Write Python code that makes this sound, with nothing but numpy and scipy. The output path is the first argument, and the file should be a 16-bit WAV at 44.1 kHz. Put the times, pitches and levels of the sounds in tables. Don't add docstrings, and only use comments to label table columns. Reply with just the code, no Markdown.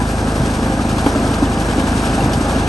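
import sys
import numpy as np
from scipy import signal
from scipy.fft import rfft, irfft, next_fast_len
from scipy.io import wavfile
from scipy.ndimage import map_coordinates

SR = 44100
rng = np.random.default_rng(int(sys.argv[2]) if len(sys.argv) > 2 else 0)


def master_out(mix):
    frames = np.transpose(np.atleast_2d(mix))
    ceiling = np.clip(frames, -1, 1)
    pcm = np.round(ceiling * 32767).astype(np.int16)
    wavfile.write(sys.argv[1], SR, pcm)


N = 118188

# time in seconds, working cycles per second.
CYCLE_RATE_HZ = [(0,26.41),(.65,26.4),(1.1,26.25),(1.7,26.35),(2.15,26.28),(2.55,26.4)]
# multiple of the cycle rate, relative level in dB.
ENGINE_LINES = [(2,3),(3,0.5),(4,-0.5),(5,-10),(6,-5.5),(7,-6),(8,0),(9,-1),(10,-2.5),(11,-25),(13,-22),(14,-14.5),(15,-18.5),(17,-10.5),(19,-27),(20,-8.5),(25,-14.5),(26,-13.5),(30,-9),(60,-18)]
# time in seconds, gain in dB.
ENGINE_LOAD_DB = [(0,-2),(.6,-0.5),(1.1,1),(1.5,0),(2.1,1.4),(2.68,2)]
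GRIT_FLOW_DB = [(0,0),(.6,-1),(1.1,0.3),(1.5,-0.1),(2.1,-0.1),(2.42,1),(2.68,0)]
PILE_LEVEL_DB = [(0,-49),(.6,-43),(1,-41.5),(1.5,-41.5),(1.85,-37),(2.05,-37.5),(2.3,-42),(2.42,-46),(2.68,-37)]
# frequency in Hz, relative density in dB.
ROAR_SPECTRUM = [(15,-36),(28,-7),(60,-5.5),(90,-4.5),(125,2),(165,-0.5),(215,-3.5),(290,-0.5),(400,-5.5),(520,-7.5),(800,-5.5),(1100,-11.5),(1400,-14),(1680,-11.5),(1880,-20.5),(3000,-29),(6000,-34),(12000,-67)]
CHUG_SPECTRUM = [(120,-11),(200,-10),(280,6.5),(350,-5.5),(600,-33)]
SNAP_SPECTRUM = [(2000,-25),(3500,5),(5000,4),(7200,-1),(8500,-1),(11000,-1)]
CRACK_BODY_SPECTRUM = [(100,-25),(350,-3),(850,0),(1200,-2),(2000,-17),(5000,-40)]
CRACK_EDGE_SPECTRUM = [(800,-38),(2000,-26),(2800,10),(4500,1),(7000,-25),(11000,2)]
GRIT_SPECTRUM = [(300,-60),(1200,12.5),(2000,5.5),(2900,3),(4000,1),(6000,1),(7200,-2.5),(8300,1.5),(9300,1.5),(11000,0),(11500,-7.5)]
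# frequency in Hz, relative gain in dB.
PATTER_EQ = [(2000,-1),(7000,4),(9500,12)]
# fraction of the stroke, crunch gain in dB.
STROKE_GAIN_DB = [(0,0),(.1,2.5),(.3,2.5),(.5,-0.5),(.7,-1),(.85,0)]
# start in seconds, level in dB, pitch in Hz.
STONE_CLINKS = [(.002,-17,998),(0.791,-20,1230),(1.335,-25,2890),(1.454,-23,3000),(1.572,-26,2910),(2.035,-20,1344),(2.13,-26,2550),(2.205,-23,2720),(2.324,-25,3480),(2.336,-19,3000),(2.338,-32,4740)]
# start in seconds, level in dB.
HOPPER_THUDS = [(0.395,-2),(0.928,-9),(1.52,-18),(2.348,-6)]
# start in seconds, level in dB, pitch in Hz, t60 in seconds.
JAW_BITES = [(.36,-6,256,0.071),(.7928,-5.5,274,0.059),(.8458,-13,281,0.11),(1.0613,3,281.5,0.076),(1.1554,-5.5,284,.14),(1.245,-8.5,265,0.13),(1.4223,5.5,278,0.063),(1.7789,1.5,296,0.064),(2.0975,-6,276.5,0.12),(2.1447,-3.5,267,0.078),(2.281,-1.5,273,0.055),(2.4877,-20,288,0.051)]
# multiple of the pitch, level in dB, fraction of the bite's t60.
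FRAME_MODES = [(1,-1.5,0.95),(2.2,-4.5,0.32),(4.1,-27,0.38)]
# start in seconds, relative level in dB.
CHIP_SNAPS = [(0.3556, -22), (0.4524, -31), (0.4998, -20.5), (0.5377, -21), (0.8924, -20), (0.9822, -19),
              (1.1854, -31), (1.433, -20), (1.5184, -33), (1.5993, -20), (1.9744, -19), (2.0474, -35),
              (2.2444, -21), (2.3326, -16), (2.4952, -21)]
# start in seconds, level in dB, t60 in seconds, edge over body in dB.
LUMP_CRACKS = [(.003,-22,.06,-18),(.285,-31,.07,-3),(.36,-24,.12,-12),(.885,-27,.09,-3),(.983,-19,.05,-8),(1.061,-8,.065,-12.5),(1.148,-22,.12,-11),(1.335,-27,.08,-3),(1.603,-26,.06,-4),(1.687,-19,.07,-16),(1.87,-28,.12,-4),(2.035,-23,.15,-4.5),(2.13,-28,.08,-2),(2.205,-27,.1,-2),(2.328,-29,.06,-2),(2.495,-23,.07,-8)]
# frequency in Hz, left-right coherence from 0 to 1.
COHERENCE = [(200,.994),(450,.97),(700,.94),(1000,.86),(1500,.68),(2200,.35),(2900,.72),(3700,.35),(4700,.82),(5400,.78),(6300,.96),(7200,.66),(8400,.995),(8850,.995),(9300,.75),(9800,.995),(10550,.995),(11100,.6),(11400,.98)]
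# frequency in Hz, lead of the left port in radians.
LEFT_LEAD_RAD = [(100,0),(780,.1),(1550,1.25),(2070,3.3),(2500,6.4),(3000,7.3),(3600,7.1),(3950,6.2),(4600,6.45),(6900,6.28),(7500,6.9),(8350,6.28),(8870,6.28),(9730,3.2),(10600,3.1),(11000,2.3),(11350,.1)]
# frequency in Hz, left over right in dB.
BALANCE_DB = [(300,0),(900,.3),(1700,0),(2400,3.3),(3200,5),(4200,1.5),(5400,2.5),(6500,.5),(9000,0)]

WHINE_HZ, WHINE_WIDTH_HZ, WHINE_DB = 8280, 22, -55
ROAR_DB, FIRING_DEPTH, FIRING_LAG_TURNS = -20.5, 0.1, 0.36
JAW_HZ, RATTLE_DEPTH, RATTLE_LAG_TURNS = 11.25, 0.091, 0.26
CHUG_DB, CHUG_LAG_CYCLES, CHUG_SHARPNESS = -28, .6, 1.4
EXHAUST_DB, SHAKE_DEPTH, BOOM_TOP_ORDER = -19, 0.043, 5
BOOM_LAG_CYCLES, KNOCK_LAG_CYCLES, TRAIL_CYCLES_PER_ORDER = .04, .555, .07
CLINK_T60_PERIODS, OVERTONE_RATIO, OVERTONE_DB = 110, 1.7, -9.5
PATTER_PER_S, PATTER_HZ, PATTER_RANGE_OCT = 800, 3000, .32 * np.sqrt(2)
PATTER_T60_PERIODS, PATTER_SPREAD_DB = 26, 3.5
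THUD_HZ, THUD_T60_S, THUD_ATTACK_S = 127, 0.14, 0.014
FRAME_ATTACK_S = .004
SNAP_GAIN_DB, SNAP_T60_S, SPLINTER_GAIN_DB, SPLINTER_T60_S = -5, .014, -5, .14
HISS_DB, GRAIN_DB, GRAINS_PER_S, GRAIN_SPREAD_DB, GRAIN_T60_S = -32, -38.5, 1300, 5, 0.0017
CLUMP_DB, CLUMPS_PER_S = 2, 40
CEILING, TOP_HZ = .85, 11500


def amp(db):
    return 10 ** (np.asarray(db) / 20)


def unit(x):
    return x / np.sqrt(np.mean(x ** 2) + 1e-20)


def along(points, hz):
    knots_hz, values = np.transpose(points)
    return np.interp(np.log(hz + 1), np.log(knots_hz + 1), values)


def clock():
    return np.arange(N) / SR


def curve(rows):
    return np.interp(clock(), *np.transpose(rows))


def wobble(knots_per_s):
    return map_coordinates(rng.standard_normal(512), [clock() * knots_per_s], mode="wrap")


def filtered(x, response):
    size = next_fast_len(N + 8192)
    return irfft(rfft(x, size) * response(np.fft.rfftfreq(size, 1 / SR)), size)[..., :N]


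def spread(pair, spectrum):
    def mid_side_gains(hz):
        angle = np.arccos(np.clip(along(COHERENCE, hz), 0, 1)) / 2
        return amp(along(spectrum, hz)) * [np.cos(angle), np.sin(angle)]
    mid, side = filtered(pair, mid_side_gains)
    return unit(np.array([mid + side, mid - side]))


def noise(spectrum):
    return spread(rng.standard_normal((2, N)), spectrum)


def strike(start_s, t60_s, attack_s):
    t = np.maximum(clock() - start_s, 0)
    return amp(-60 * t / t60_s) * (1 - np.exp(-t / attack_s))


def whine():
    band = filtered(rng.standard_normal(N), lambda hz: np.exp(-((hz - WHINE_HZ) / WHINE_WIDTH_HZ) ** 2))
    return amp(WHINE_DB) * unit(band)


def chug(cycles):
    gate = np.exp(CHUG_SHARPNESS * np.cos(2 * np.pi * (cycles - CHUG_LAG_CYCLES)))
    return amp(CHUG_DB) * unit(gate * noise(CHUG_SPECTRUM))


def roar(cycles):
    firing = 1 + FIRING_DEPTH * np.cos(2 * np.pi * (3 * cycles - FIRING_LAG_TURNS))
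    rattle = 1 + RATTLE_DEPTH * np.cos(2 * np.pi * (2 * JAW_HZ * clock() - RATTLE_LAG_TURNS))
    return amp(ROAR_DB + 0.5 * wobble(9)) * unit(noise(ROAR_SPECTRUM) * firing * rattle)


def exhaust(cycles):
    orders = np.arange(100)
    trail_turns = np.cumsum(TRAIL_CYCLES_PER_ORDER * np.maximum(orders - 10, 0))
    lag_cycles = np.where(orders <= BOOM_TOP_ORDER, BOOM_LAG_CYCLES, KNOCK_LAG_CYCLES)
    lag_turns = orders * lag_cycles + trail_turns
    jittered = cycles + .0015 * wobble(14)
    lines = 0
    for order, db in ENGINE_LINES:
        gain = amp(db) * (1 + SHAKE_DEPTH * wobble(9.8))
        lines += gain * np.cos(2 * np.pi * (order * jittered - lag_turns[round(order)]))
    return amp(EXHAUST_DB) * unit(lines)


def jaw_surge():
    fraction, db = np.transpose(STROKE_GAIN_DB)
    return amp(np.interp(JAW_HZ * clock(), fraction, db, period=1) + 0.9 * wobble(10.3))


def stone_ring(hz, t60_s, t):
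    modes = np.sin(2 * np.pi * hz * t) + amp(OVERTONE_DB) * np.sin(2 * np.pi * hz * OVERTONE_RATIO * t)
    return modes * amp(-60 * t / t60_s) * (1 - np.exp(-t / 0.0019))


def patter():
    when, pitch, size, place = rng.random((int(PATTER_PER_S * N / SR), 4)).T[:, :, None]
    hz = PATTER_HZ * 2 ** (PATTER_RANGE_OCT * (2 * pitch - 1))
    steps = np.arange(2048)
    gain = amp(-PATTER_SPREAD_DB * np.log(size + 0.012))
    rings = gain * stone_ring(hz, PATTER_T60_PERIODS / hz, steps / SR)
    indices = ((when * N).astype(int) + steps).ravel()
    pans = np.cos(2 * np.pi * place), np.sin(2 * np.pi * place)
    pair = np.array([np.bincount(indices, (rings * pan).ravel(), N)[:N] for pan in pans])
    return amp(curve(PILE_LEVEL_DB)) * spread(pair, PATTER_EQ) * jaw_surge()


def clinks():
    return sum(amp(db) * stone_ring(hz, CLINK_T60_PERIODS / hz, np.maximum(clock() - start_s, 0))
               for start_s, db, hz in STONE_CLINKS)


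def thuds():
    out = np.zeros(N)
    for start_s, db in HOPPER_THUDS:
        tone = np.sin(2 * np.pi * THUD_HZ * (clock() - start_s))
        out += amp(db) * strike(start_s, THUD_T60_S, THUD_ATTACK_S) * tone
    return out


def frame_thumps():
    out, t = np.zeros(N + SR), np.arange(SR // 5) / SR
    for start_s, db, hz, t60_s in JAW_BITES:
        ring = sum(amp(mode_db - 60 * t / (t60_s * fraction)) * np.sin(2 * np.pi * hz * ratio * t)
                   for ratio, mode_db, fraction in FRAME_MODES)
        out[round(start_s * SR):][:len(t)] += amp(db) * ring * (1 - np.exp(-t / FRAME_ATTACK_S))
    return out[:N]


def snaps():
    envelope = np.zeros(N)
    for start_s, db in CHIP_SNAPS:
        tick = strike(start_s, SNAP_T60_S, attack_s=0.00037)
        spray = amp(SPLINTER_GAIN_DB) * strike(start_s, SPLINTER_T60_S, attack_s=0.0023)
        envelope += amp(db + SNAP_GAIN_DB) * (tick + spray)
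    return envelope * noise(SNAP_SPECTRUM)


def cracks():
    body, edge = np.zeros((2, N))
    for start_s, db, t60_s, edge_db in LUMP_CRACKS:
        body += amp(db) * strike(start_s, t60_s, attack_s=0.00056)
        edge += amp(db + edge_db) * strike(start_s, t60_s, attack_s=0.00086)
    return body * noise(CRACK_BODY_SPECTRUM) + edge * noise(CRACK_EDGE_SPECTRUM)


def rubble():
    ticks = (rng.random((2, N)) < GRAINS_PER_S / SR) * rng.choice([-1, 1], (2, N))
    size_db = GRAIN_SPREAD_DB * np.minimum(rng.exponential(size=(2, N)), 4)
    sizes = amp(size_db + CLUMP_DB * wobble(CLUMPS_PER_S))
    t = np.arange(256) / SR
    grain = rng.standard_normal((2, len(t))) * amp(-60 * t / GRAIN_T60_S)
    grain = irfft(np.exp(1j * np.angle(rfft(grain))))
    grains = signal.fftconvolve(ticks * sizes, grain, axes=1)[:, :N]
    crackle = amp(GRAIN_DB) * spread(grains, GRIT_SPECTRUM)
    return jaw_surge() * (amp(HISS_DB) * noise(GRIT_SPECTRUM) + crackle)


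def scene():
    cycles = np.cumsum(curve(CYCLE_RATE_HZ)) / SR
    engine = exhaust(cycles) + whine() + amp(curve(ENGINE_LOAD_DB)) * (roar(cycles) + chug(cycles))
    impacts = frame_thumps() + thuds() + cracks() + snaps()
    return engine + impacts + amp(curve(GRIT_FLOW_DB)) * rubble() + patter() + clinks()


def record(dry):
    sides = np.array([[.5], [-.5]])
    def ports(hz):
        return np.exp(1j * sides * along(LEFT_LEAD_RAD, hz)) * amp(sides * along(BALANCE_DB, hz))
    heard = filtered(dry, ports)
    rounded = heard / (1 + np.abs(heard / CEILING) ** 8) ** (1 / 8)
    return filtered(rounded, lambda hz: hz < TOP_HZ)


dry = scene()
out = record(dry)
master_out(out)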